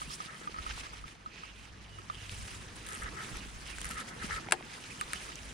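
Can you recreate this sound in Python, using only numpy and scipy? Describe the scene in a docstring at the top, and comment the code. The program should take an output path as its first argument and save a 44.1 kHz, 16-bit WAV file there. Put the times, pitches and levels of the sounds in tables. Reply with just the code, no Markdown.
"""From the start an angler in tall lakeside reeds brushes leaves and sleeves past a chest-worn camera: dense grains.
A low drone wavers, wind rumbles as low noise, the jacket taps and rubs the ringing housing; stems and gear crack.
Faint chirps and zips, gliding tones, come from the right throughout; a far engine's hum peaks past two seconds.
From near three seconds line leaves a fishing reel in fine ticks, in two pulls; near 4.5 s the clutch snaps in
with a sharp clack of ringing frame modes, and past five seconds two small clicks follow."""
import sys
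import numpy as np
from scipy import signal
from scipy.io import wavfile
from scipy.ndimage import uniform_filter1d

SR = 44100
rng = np.random.default_rng(int(sys.argv[2]) if len(sys.argv) > 2 else 0)


def to_wav(s):
    """Save 16-bit WAV."""
    ch = np.atleast_2d(s).T  # columns
    pcm = np.round(np.clip(ch, -1, 1) * 32767)  # PCM
    wavfile.write(sys.argv[1], SR, pcm.astype(np.int16))


N = 244024
TIME = np.arange(N) / SR


def from_db(db):
    """Decibels to gain."""
    return 10 ** (np.asarray(db) / 20)


def rms_one(x):
    """Scale to unit rms."""
    return x / np.sqrt(np.mean(x ** 2) + 1e-20)


def level(rows):
    """Gain at every sample from (s, dB) rows."""
    return from_db(np.interp(TIME, *np.vstack(rows).T))


def at_hz(points, hz):
    """Read a spectrum on a log-frequency axis."""
    freqs, values = np.transpose(points)
    return np.interp(np.log(hz), np.log(freqs), values)


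def pan(left_db):
    """Left and right gains, left_db apart."""
    return from_db(np.array([[left_db], [-left_db]]) / 2)


def bandpass(x, low_hz, high_hz, order=2):
    """Butterworth band."""
    return signal.sosfilt(signal.butter(order, [low_hz, high_hz], "band", fs=SR, output="sos"), x)


def drift(rate_hz):
    """Slow random wander of spread 1: noise through two equal poles, at SR / 40."""
    r = np.exp(-80 * np.pi * rate_hz / SR)
    noise = rng.standard_normal(N // 40 + 2002)
    slow = signal.lfilter([1], [1, -2 * r, r * r], noise)[2000:]  # drop the filter's run-in
    return np.interp(np.arange(N) / 40, np.arange(len(slow)), rms_one(slow))


def ring(force, hz, t60_s):
    """One mode: a unit click rings a decaying sine of height 1."""
    r = from_db(-60 / (t60_s * SR))
    w = 2 * np.pi * hz / SR
    return signal.lfilter([0, np.sin(w)], [1, -2 * r * np.cos(w), r * r], force + 1e-18)


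def burst(start_s, decay_s):
    """Envelope that jumps to 1 and dies away."""
    age = TIME - start_s
    return (age >= 0) * np.exp(-np.clip(age / decay_s, 0, 40))


def clicks(times_s, db):
    """A force signal with one impulse per contact."""
    force = np.zeros(N)
    np.add.at(force, np.round(np.asarray(times_s) * SR).astype(int), from_db(db))
    return force


def swell(middle_s, length_s, edge):
    """Envelope that rises, holds 1 around its middle and falls; a larger edge makes it squarer."""
    return 1 / np.sqrt(1 + np.abs(2 * (TIME - middle_s) / length_s) ** (2 * edge))


def swells(rest, rows, edge):
    """Gain of (middle s, length s, dB) swells, added in power to a resting gain."""
    power = sum((from_db(db) * swell(s, length, edge)) ** 2 for s, length, db in rows)
    return np.sqrt(rest ** 2 + power)


def evened(x, window_s):
    """Hold a noise at unit rms over every short window, keeping its grain."""
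    power = uniform_filter1d(np.mean(x ** 2, axis=0), max(int(window_s * SR), 2))
    return x / np.sqrt(np.abs(power) + 1e-12)


def without_top(x):
    """The very top falls away above about 11 kHz."""
    return signal.sosfilt(signal.butter(2, 11000, fs=SR, output="sos"), x)


def grains(per_s, spread_db, hiss):
    """Four unrelated streams of tiny slips of uneven size, merging into hiss."""
    born = rng.random(N) < per_s * from_db(4 * drift(15)) / SR
    size = from_db(spread_db * np.minimum(rng.exponential(1, N), 4))
    slips = rms_one(born * size * rng.standard_normal((2, 2, N)))
    return slips + hiss * rng.standard_normal((2, 2, N))


def colour(force, spectrum, patchy_db):
    """Third-octave stereo bands, each with its own level, flutter and left-right likeness."""
    # Each row: frequency in Hz, left-right correlation from 0 to 1.
    likeness = [(30, 1), (120, 0.98), (300, 0.75), (700, 0.16), (1250, 0), (1700, 0.41), (2700, 0.44),
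                (4000, 0.69), (7000, 0.048), (10000, 0.089), (15000, 0)]
    out = np.zeros((2, N))
    edges_hz = 16 * 2 ** (np.arange(31) / 3)
    for k, (low, high) in enumerate(zip(edges_hz, edges_hz[1:])):
        if high < spectrum[0][0] or low > spectrum[-1][0]:
            continue
        # neighbouring bands take unrelated streams
        mid, side = bandpass(force[k % 2] + 1e-18, low, high, order=3 if low > 6000 else 2)
        hz = np.sqrt(low * high)
        alike = np.clip(at_hz(likeness, hz), -1, 1)
        gain = from_db(at_hz(spectrum, hz) + patchy_db * drift(37.0))
        out += gain * (np.sqrt(1 + alike) * mid + np.sqrt(1 - alike) * side * [[1], [-1]])
    return out


def brushing():
    """Gains of leaves and sleeves: both follow the stirring and rise with every sweep of an arm."""
    # Stirring, as the level of the sleeves' steady swish. Each row: time in seconds, level in dB.
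    stir_rows = [(0, -69), (.4, -60), (.85, -67.5), (1.24, -73), (1.45, -71.5), (1.95, -66.5),
                 (2.35, -53.5), (2.7, -60.5), (3.5, -59.5), (4.45, -60), (4.59, -63.5), (4.72, -56.5),
                 (5.53, -56)]
    # Arm sweeps through the reeds.
    # Each row: middle in seconds, length in seconds, leaf level in dB, sleeve level in dB.
    sweep_rows = [(0.024, 0.068, -47.5, -53), (0.13, 0.06, -56.5, -47), (0.226, 0.085, -49, -56),
                  (0.72, 0.23, -48, -55.5), (0.796, 0.031, -45.5, -50.5), (0.854, 0.027, -48, -62),
                  (0.957, 0.074, -52.5, -60.5), (1.102, 0.052, -54, -62.5), (1.42, 0.16, -54, -68),
                  (1.62, 0.11, -60, -65), (2.508, 0.12, -53, -52.5), (2.761, 0.012, -71, -51.5),
                  (2.97, 0.19, -52.5, -55), (3.257, 0.15, -50, -52), (3.378, 0.048, -48.5, -53.5),
                  (3.67, 0.082, -49, -54), (3.895, 0.18, -51, -54), (3.997, 0.037, -46.5, -50),
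                  (4.09, 0.015, -49.5, -48), (4.248, 0.035, -44, -48), (4.338, 0.082, -45.5, -50.5),
                  (4.733, 0.058, -49.5, -69), (5.185, 0.2, -48, -53)]
    # leaf level at mean stirring, share of its swing followed, steepness of a sweep
    leaf_db, leaf_follows, sweep_edge = -54.5, 0.54, 2.4
    stir = level(stir_rows)
    mean_stir = np.exp(np.log(stir).mean())
    leaf_rest = from_db(leaf_db) * (stir / mean_stir) ** leaf_follows
    middle, length, leaf_sweep_db, sleeve_sweep_db = np.array(sweep_rows).T
    leaf_gain = swells(leaf_rest, zip(middle, length, leaf_sweep_db), sweep_edge)
    sleeve_gain = swells(stir, zip(middle, length, sleeve_sweep_db), sweep_edge)
    return leaf_gain, sleeve_gain


def rustle(leaf_gain, sleeve_gain):
    """Dry leaves slide in dense grains; sleeves add a finer swish; clothes and stems shuffle dully."""
    # Spectra. Each row: frequency in Hz, relative density in dB per Hz.
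    leaf_colour = [(500, -6), (1000, -4), (1600, 2), (2200, 4.5), (2900, 4), (3500, 0.5), (4300, -1),
                   (6300, -3.5), (8000, -30), (11000, -36), (15000, -80)]
    sleeve_colour = [(2000, -6), (5000, -5), (7000, 2), (9700, 3), (10500, -5), (11500, -16),
                     (14000, -16.5), (16000, -24)]
    shuffle_colour = [(70, -17), (120, -2), (170, 0.5), (280, -5.5), (430, -7), (580, -12.5), (800, -10.5),
                      (1100, -9.5), (2000, -12.5)]
    # Dull shuffle. Each row: time in seconds, level in dB.
    shuffle_level = [(0, -53.5), (.8, -53.5), (1.2, -58), (2.75, -52.5), (3.33, -47.5), (3.5, -54),
                     (4.3, -47.5), (4.62, -51), (5.53, -52.5)]
    leaves = rms_one(colour(grains(per_s=1400, spread_db=3.5, hiss=1.4), leaf_colour, patchy_db=2.0))
    sleeves = rms_one(colour(grains(per_s=3700, spread_db=1.0, hiss=0.75), sleeve_colour, patchy_db=2.0))
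    shuffle = rms_one(colour(grains(per_s=900, spread_db=1.5, hiss=1.4), shuffle_colour, patchy_db=2.5))
    # uneven contact pressure, shared by leaves and sleeves
    pressure = from_db(.8 * drift(20))
    brushed = leaves * leaf_gain * pan(-2.75) + sleeves * sleeve_gain * pan(1.0)
    return pressure * brushed + shuffle * level(shuffle_level)


def drone(hz, wander, throb_db, apart):
    """A wavering low tone of unit rms, its phase shaken a little differently at each port."""
    phase = 2 * np.pi * np.cumsum(hz * (1 + wander * drift(7.0))) / SR
    shake = apart * np.array([drift(30), drift(21)])
    return rms_one(np.sin(phase + shake) * from_db(throb_db * drift(43)))


def low_tones():
    """A low drone comes and goes in swells; a far engine's hum grows once and recedes."""
    # Drone swells. Each row: middle in seconds, length in seconds, level in dB.
    swell_rows = [(0.048, 0.13, -50.5), (0.7, 0.27, -49.5), (0.983, 0.17, -50.5), (1.9, .9, -57),
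                  (2.394, 0.11, -45.5), (2.818, 0.61, -53), (3.355, 0.04, -38.5), (3.562, 0.32, -49.5),
                  (3.873, 0.19, -50), (4.267, 0.085, -57), (4.343, 0.045, -39), (5.08, 0.18, -57),
                  (5.39, 0.34, -53)]
    drone_rest_db, swell_edge = -62.5, 9.5
    hum_peak_s, hum_length_s, hum_peak_db, hum_rest_db = 2.26, 0.79, -51, -68.5
    presence = swells(from_db(drone_rest_db), swell_rows, swell_edge)
    low = presence * drone(hz=55.4, wander=0.053, throb_db=3.5, apart=0.55)
    nearness = swells(from_db(hum_rest_db), [(hum_peak_s, hum_length_s, hum_peak_db)], edge=2.2)
    hum = nearness * drone(hz=99.3, wander=.022, throb_db=5.5, apart=.2)
    return (low + hum) * pan(-0.32)


def wind():
    """Lumpy low turbulence at the ports: a light breeze with a few gusts."""
    # Gusts. Each row: middle in seconds, length in seconds, level in dB.
    gust_rows = [(.7, 0.24, -55), (3.06, 0.088, -48), (3.367, 0.13, -53), (3.867, 0.14, -51),
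                 (4.297, 0.11, -46), (5.144, 0.11, -60)]
    # Spectrum. Each row: frequency in Hz, relative density in dB per Hz.
    wind_colour = [(20, -2), (30, 14), (55, 14), (90, 10), (200, -35), (500, -47)]
    breeze_db, gust_edge = -70, 1.54
    flow = swells(from_db(breeze_db), gust_rows, gust_edge)
    turbulence = rms_one(colour(rng.standard_normal((2, 2, N)), wind_colour, patchy_db=1.5))
    return flow * turbulence * pan(-5.0)


def housing(leaf_gain):
    """Taps rock the camera housing, its two ports in opposite phase; the rustle keeps it faintly ringing."""
    # Taps. Each row: start in seconds, relative level in dB.
    tap_rows = [(0.017, -30), (0.105, -36), (0.203, -31), (0.474, -28), (0.543, -34), (0.562, -34),
                (0.586, -31), (.664, -29), (0.699, -34), (0.835, -37), (0.866, -37), (0.933, -39),
                (1.04, -36), (1.26, -32.5), (1.434, -36), (1.986, -38), (2.099, -26), (5.013, -27),
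                (5.134, -31), (5.29, -37)]
    port_hz = 1255  # nominal ring
    knock, scratch_gain = np.zeros(N), np.zeros(N)
    for start_s, db in tap_rows:
        # the cloth loads and damps the housing differently at every tap
        hz = port_hz * rng.uniform(.97, 1.04)
        damping = rng.uniform(.8, 1.6)
        # soft contact: the ring takes a cycle or two to build
        push = ring(clicks([start_s], [0]), hz, t60_s=0.0022)
        tap = ring(push, hz, t60_s=0.053 / damping)
        knock += from_db(db + 0.5) * tap / np.abs(tap).max()
        scratch_gain += from_db(db) * burst(start_s, decay_s=0.0042)
    sympathy = rms_one(ring(rng.standard_normal(N), port_hz, t60_s=0.093)) * leaf_gain * from_db(-11.5)
    # the contact itself scratches briefly, alike at both ports
    scratch = bandpass(scratch_gain * rng.standard_normal(N), 1100, 3200)
    return (knock + sympathy) * pan(-3.0) * [[1], [-1]] + from_db(-8) * scratch


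def chirps():
    """Thin chirps and rougher zips on the right: a gliding pitch, blurred into narrow hiss as it roughens."""
    # Each row: middle in seconds, length in seconds, pitch in Hz, glide as share of pitch,
    # arch as share of pitch, roughness from 0 to 1, level in dB before panning.
    chirp_rows = [(.075, .07, 2600, .15, 0, .06, -54), (.125, .07, 5000, .08, 0, .3, -47),
                  (.139, .016, 5400, 0, 0, .12, -43), (.12, .07, 3200, 0, 0, .15, -52),
                  (1.365, .14, 2500, .04, 0, .14, -54.5), (1.47, .12, 2750, .03, 0, .16, -53.5),
                  (1.6, .16, 2600, .03, 0, .2, -57), (1.95, .13, 2930, -.01, 0, .03, -59),
                  (2.2, .16, 2900, -.05, 0, .09, -53), (3.43, .06, 2650, -.12, 0, .1, -52),
                  (3.72, .08, 2600, -.1, 0, .09, -47.5), (4.59, .05, 2480, 0, 0, .04, -56),
                  (4.915, .036, 2720, 0, .29, .008, -48), (5.004, .022, 2950, -.11, .03, .01, -46),
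                  (5.163, .04, 3150, .06, .17, .018, -46)]
    out = np.zeros(N)
    for middle_s, length_s, hz, glide, arch, rough, db in chirp_rows:
        place = np.clip(2 * (TIME - middle_s) / length_s, -1, 1)  # -1 at the start, 1 at the end
        pitch_hz = hz * (1 + glide * place - arch * np.abs(place))
        # a random walk of the phase widens the line to about rough * pitch
        blur = np.cumsum(rng.standard_normal(N)) * np.sqrt(2 * np.pi * abs(rough) * hz / SR)
        tone = np.sin(2 * np.pi * np.cumsum(pitch_hz) / SR + blur)
        tone = bandpass(tone, hz * .68, hz * 1.3)
        out += from_db(db) * np.sqrt(1 - place ** 2) * tone
    return out * pan(-10.5)


def jolts(rows, splinter):
    """A thing gives way with a jolt of a few cycles at its own pitch, then splinters a little."""
    out = np.zeros((2, N))
    for start_s, peak_db, hz, cycles in rows:
        splinters = splinter * burst(start_s, decay_s=0.002) * rng.standard_normal((2, N))
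        force = clicks([start_s], [0]) + splinters
        jolt = np.diff(ring(force, hz, t60_s=cycles / hz), prepend=0)
        jolt = bandpass(jolt, .55 * hz, min(1.8 * hz, 10000))
        out += from_db(peak_db) * jolt / np.abs(jolt).max()
    return out


def bumps():
    """The body jolts the camera, which rings low for a few cycles."""
    # Each row: start in seconds, peak in dB before panning, pitch in Hz.
    bump_rows = [(0.076, -39, 170), (0.257, -41, 170), (1.06, -49, 151), (3.313, -34.5, 128),
                 (4.242, -32, 194)]
    ring_cycles = 5
    return jolts([(*row, ring_cycles) for row in bump_rows], splinter=0.065) * pan(1.7)


def rubbing():
    """The jacket grips and slides over the housing in fine, dense slips, scraping each port on its own."""
    # Strokes. Each row: middle in seconds, length in seconds, level in dB.
    rub_rows = [(0.295, 0.031, -47), (0.344, 0.048, -49.5), (0.43, 0.061, -51), (0.583, 0.078, -58),
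                (0.73, 0.1, -55), (2.928, 0.1, -46), (3.031, 0.022, -39), (3.072, 0.033, -40.5),
                (3.2, 0.075, -42), (3.354, 0.024, -47.5), (3.859, 0.044, -45), (3.919, 0.022, -42),
                (3.989, 0.061, -40), (4.124, 0.043, -48.5), (4.226, 0.04, -42), (4.321, 0.04, -35.5),
                (4.373, 0.043, -39.5)]
    # Housing modes under the cloth. Each row: frequency in Hz, relative level in dB, t60 in seconds.
    cloth_modes = [(1290, 1, 0.043), (1500, -0.5, 0.01), (1744, 3, 0.0064), (2150, -2.5, 0.0065)]
    strokes = sum(from_db(db) / (1 + (2 * (TIME - s) / length) ** 4) for s, length, db in rub_rows)
    friction = grains(per_s=1200, spread_db=3.5, hiss=.6)[0]
    body = np.zeros((2, N))
    for k, (hz, db, t60_s) in enumerate(cloth_modes):
        body += (-1) ** k * from_db(db) * rms_one(ring(friction, hz, t60_s))
    return strokes * evened(bandpass(body, 1100, 2250), window_s=.035)


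def cracks():
    """Stems and gear crack and knock, each a short jolt at its own pitch."""
    # Each row: start in seconds, peak in dB, pitch in Hz, ring in cycles.
    crack_rows = [(.3455, -39.5, 2980, 7), (.413, -42, 298, 5.9), (.4945, -40.5, 322, 3.3),
                  (.709, -34, 1610, 17), (.659, -41, 2500, 7), (.778, -35, 890, 3), (.7965, -37, 3550, 40),
                  (2.146, -36, 3040, 25), (2.153, -38, 3250, 25), (2.295, -27, 2760, 6),
                  (3.784, -31, 1640, 5.7), (4.3, -32.5, 920, 6), (4.472, -34, 1540, 7),
                  (4.4862, -31, 2170, 14), (4.4865, -33, 760, 12), (4.609, -38.5, 700, 4.8),
                  (4.626, -36, 2380, 7), (5.3565, -28, 6160, 6.4)]
    return jolts(crack_rows, splinter=.08)


def fishing_line():
    """During a pull coils leave the spool at random, each with a short bright tick; a few stick and tick louder."""
    # Pulls. Each row: middle in seconds, length in seconds, relative level of the fine ticks in dB.
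    pull_rows = [(2.93, 0.12, -44.5), (3.856, 0.21, -44)]
    # Coils that stick and let go. Each row: start in seconds, relative level in dB.
    stuck_ticks = [(2.865, -32), (2.8696, -35), (2.8882, -31.5), (2.907, -37), (2.924, -35), (2.932, -33),
                   (2.943, -35), (2.95, -32), (2.972, -38), (3.0198, -39), (3.034, -34), (3.37, -31),
                   (3.7843, -34), (3.807, -43), (3.8151, -28), (3.83, -37), (3.8447, -27.5), (3.8543, -27),
                   (3.866, -38), (3.891, -32), (3.905, -36), (3.9108, -30.5)]
    # Spectrum. Each row: frequency in Hz, relative density in dB per Hz.
    tick_colour = [(900, -9), (1600, 6), (2400, 3), (3300, 2), (5500, -7), (7600, 5.5), (10000, 10),
                   (11500, -12), (15000, -17)]
    ticks_per_s, tick_spread_db, tick_decay_s = 160, 2, .00045
    pulling = sum(from_db(db) * (np.abs(TIME - s) < length / 2) for s, length, db in pull_rows)
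    fine = pulling * (rng.random(N) < ticks_per_s / SR) * from_db(tick_spread_db * rng.standard_normal(N))
    force = fine + clicks(*np.transpose(stuck_ticks))
    # each tick builds and fades over about a millisecond
    r = np.exp(-1 / (tick_decay_s * SR))
    envelope = signal.lfilter([0, np.e * (1 - r)], [1, -2 * r, r * r], force + 1e-18)
    noise = colour(rng.standard_normal((2, 2, N)), tick_colour, patchy_db=3.0)
    return from_db(-4) * envelope * evened(noise, window_s=.002)


def reel():
    """The clutch strikes, rebounds and settles; every contact rings the frame and leaves a short rattle."""
    # Contacts of clutch and handle. Each row: start in seconds, relative level in dB,
    # hardness as tilt in dB per octave, extra weight on the low modes in dB.
    clack_rows = [(4.5107, -23.5, 2.5, -5), (4.5217, -16, 4, 8), (4.5225, -5.5, 1.5, 0),
                  (4.5247, -18.5, 6, -1), (4.53419, -25, 3, 10.5), (4.53967, -33, 0, -5)]
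    # Frame modes. Each row: frequency in Hz, relative level in dB, t60 in seconds, left over right in dB.
    frame_modes = [(356, -31, 0.19, 0), (441, -28, 0.14, 1), (574, -24, .029, 3), (680, -14.5, 0.028, 10),
                   (770, -21.5, .075, 13), (859, -26, 0.07, 11), (1050, -12.5, 0.011, 9),
                   (1280, -11.5, 0.011, 3), (1650, -10, 0.018, 4), (1800, -29, .055, 2),
                   (2050, -6, 0.0057, 2), (2825, -9.5, 0.0071, 2), (3280, -20.5, .018, 1),
                   (3890, -16, 0.0063, -1), (4436, -19, .014, -3), (5000, -13.5, .0032, -4),
                   (7700, -13, 0.0044, 10), (8670, -19, .011, -6), (8850, -9.5, 0.0036, 7),
                   (10050, -11.5, 0.0038, 2), (14160, -29, .005, -1)]
    start_s, db, hardness, weight_db = np.transpose(clack_rows)
    rattle = sum(from_db(loud) * burst(s, decay_s=.008) for s, loud in zip(start_s, db))
    out = np.zeros((2, N))
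    for k, (hz, mode_db, t60_s, left_db) in enumerate(frame_modes):
        tilt_db = hardness * np.log2(hz / 2700)
        force = clicks(start_s, db + mode_db + tilt_db + weight_db * (hz < 1100))
        loose = .017 * from_db(mode_db) * rattle * rng.standard_normal((2, N))
        out += (-1) ** k * pan(left_db) * ring(force + loose, hz, t60_s)
    # the clack carries nothing below about 200 Hz
    return without_top(signal.sosfilt(signal.butter(2, 220, "high", fs=SR, output="sos"), out))


def small_clicks():
    """A small hard part snaps with almost no ring; the right port also gets an echo off the hand."""
    # Clicks of the gear. Each row: start in seconds, relative level in dB.
    snap_rows = [(5.0115, -21), (5.1332, -19)]
    # Its modes. Each row: frequency in Hz, relative level in dB, t60 in seconds.
    snap_modes = [(1400, -8, .012), (1750, -3, .007), (2400, -3, .004), (3900, -5, .003), (5200, -6, .002),
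                  (7800, 0, .0024), (9600, 1.5, .0024), (14000, -11, .002)]
    echo_s = .00046
    force = clicks(*np.transpose(snap_rows))
    snap = np.zeros(N)
    for k, (hz, db, t60_s) in enumerate(snap_modes):
        snap += (-1) ** k * from_db(db) * ring(force, hz, t60_s)
    snap = without_top(snap)
    echo = np.interp(TIME - echo_s, TIME, snap)
    return np.array([snap, .6 * snap + .8 * echo])


def scene():
    """Everything as heard from the angler's chest."""
    leaf_gain, sleeve_gain = brushing()
    surroundings = rustle(leaf_gain, sleeve_gain) + low_tones() + wind() + chirps() + cracks()
    handling = housing(leaf_gain) + bumps() + rubbing() + fishing_line() + reel() + small_clicks()
    return surroundings + handling


def record(dry):
    """The top is cut steeply at 15.8 kHz."""
    return signal.sosfilt(signal.ellip(10, .2, 80, 15800, fs=SR, output="sos"), dry)


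dry = scene()
out = record(dry)
to_wav(out)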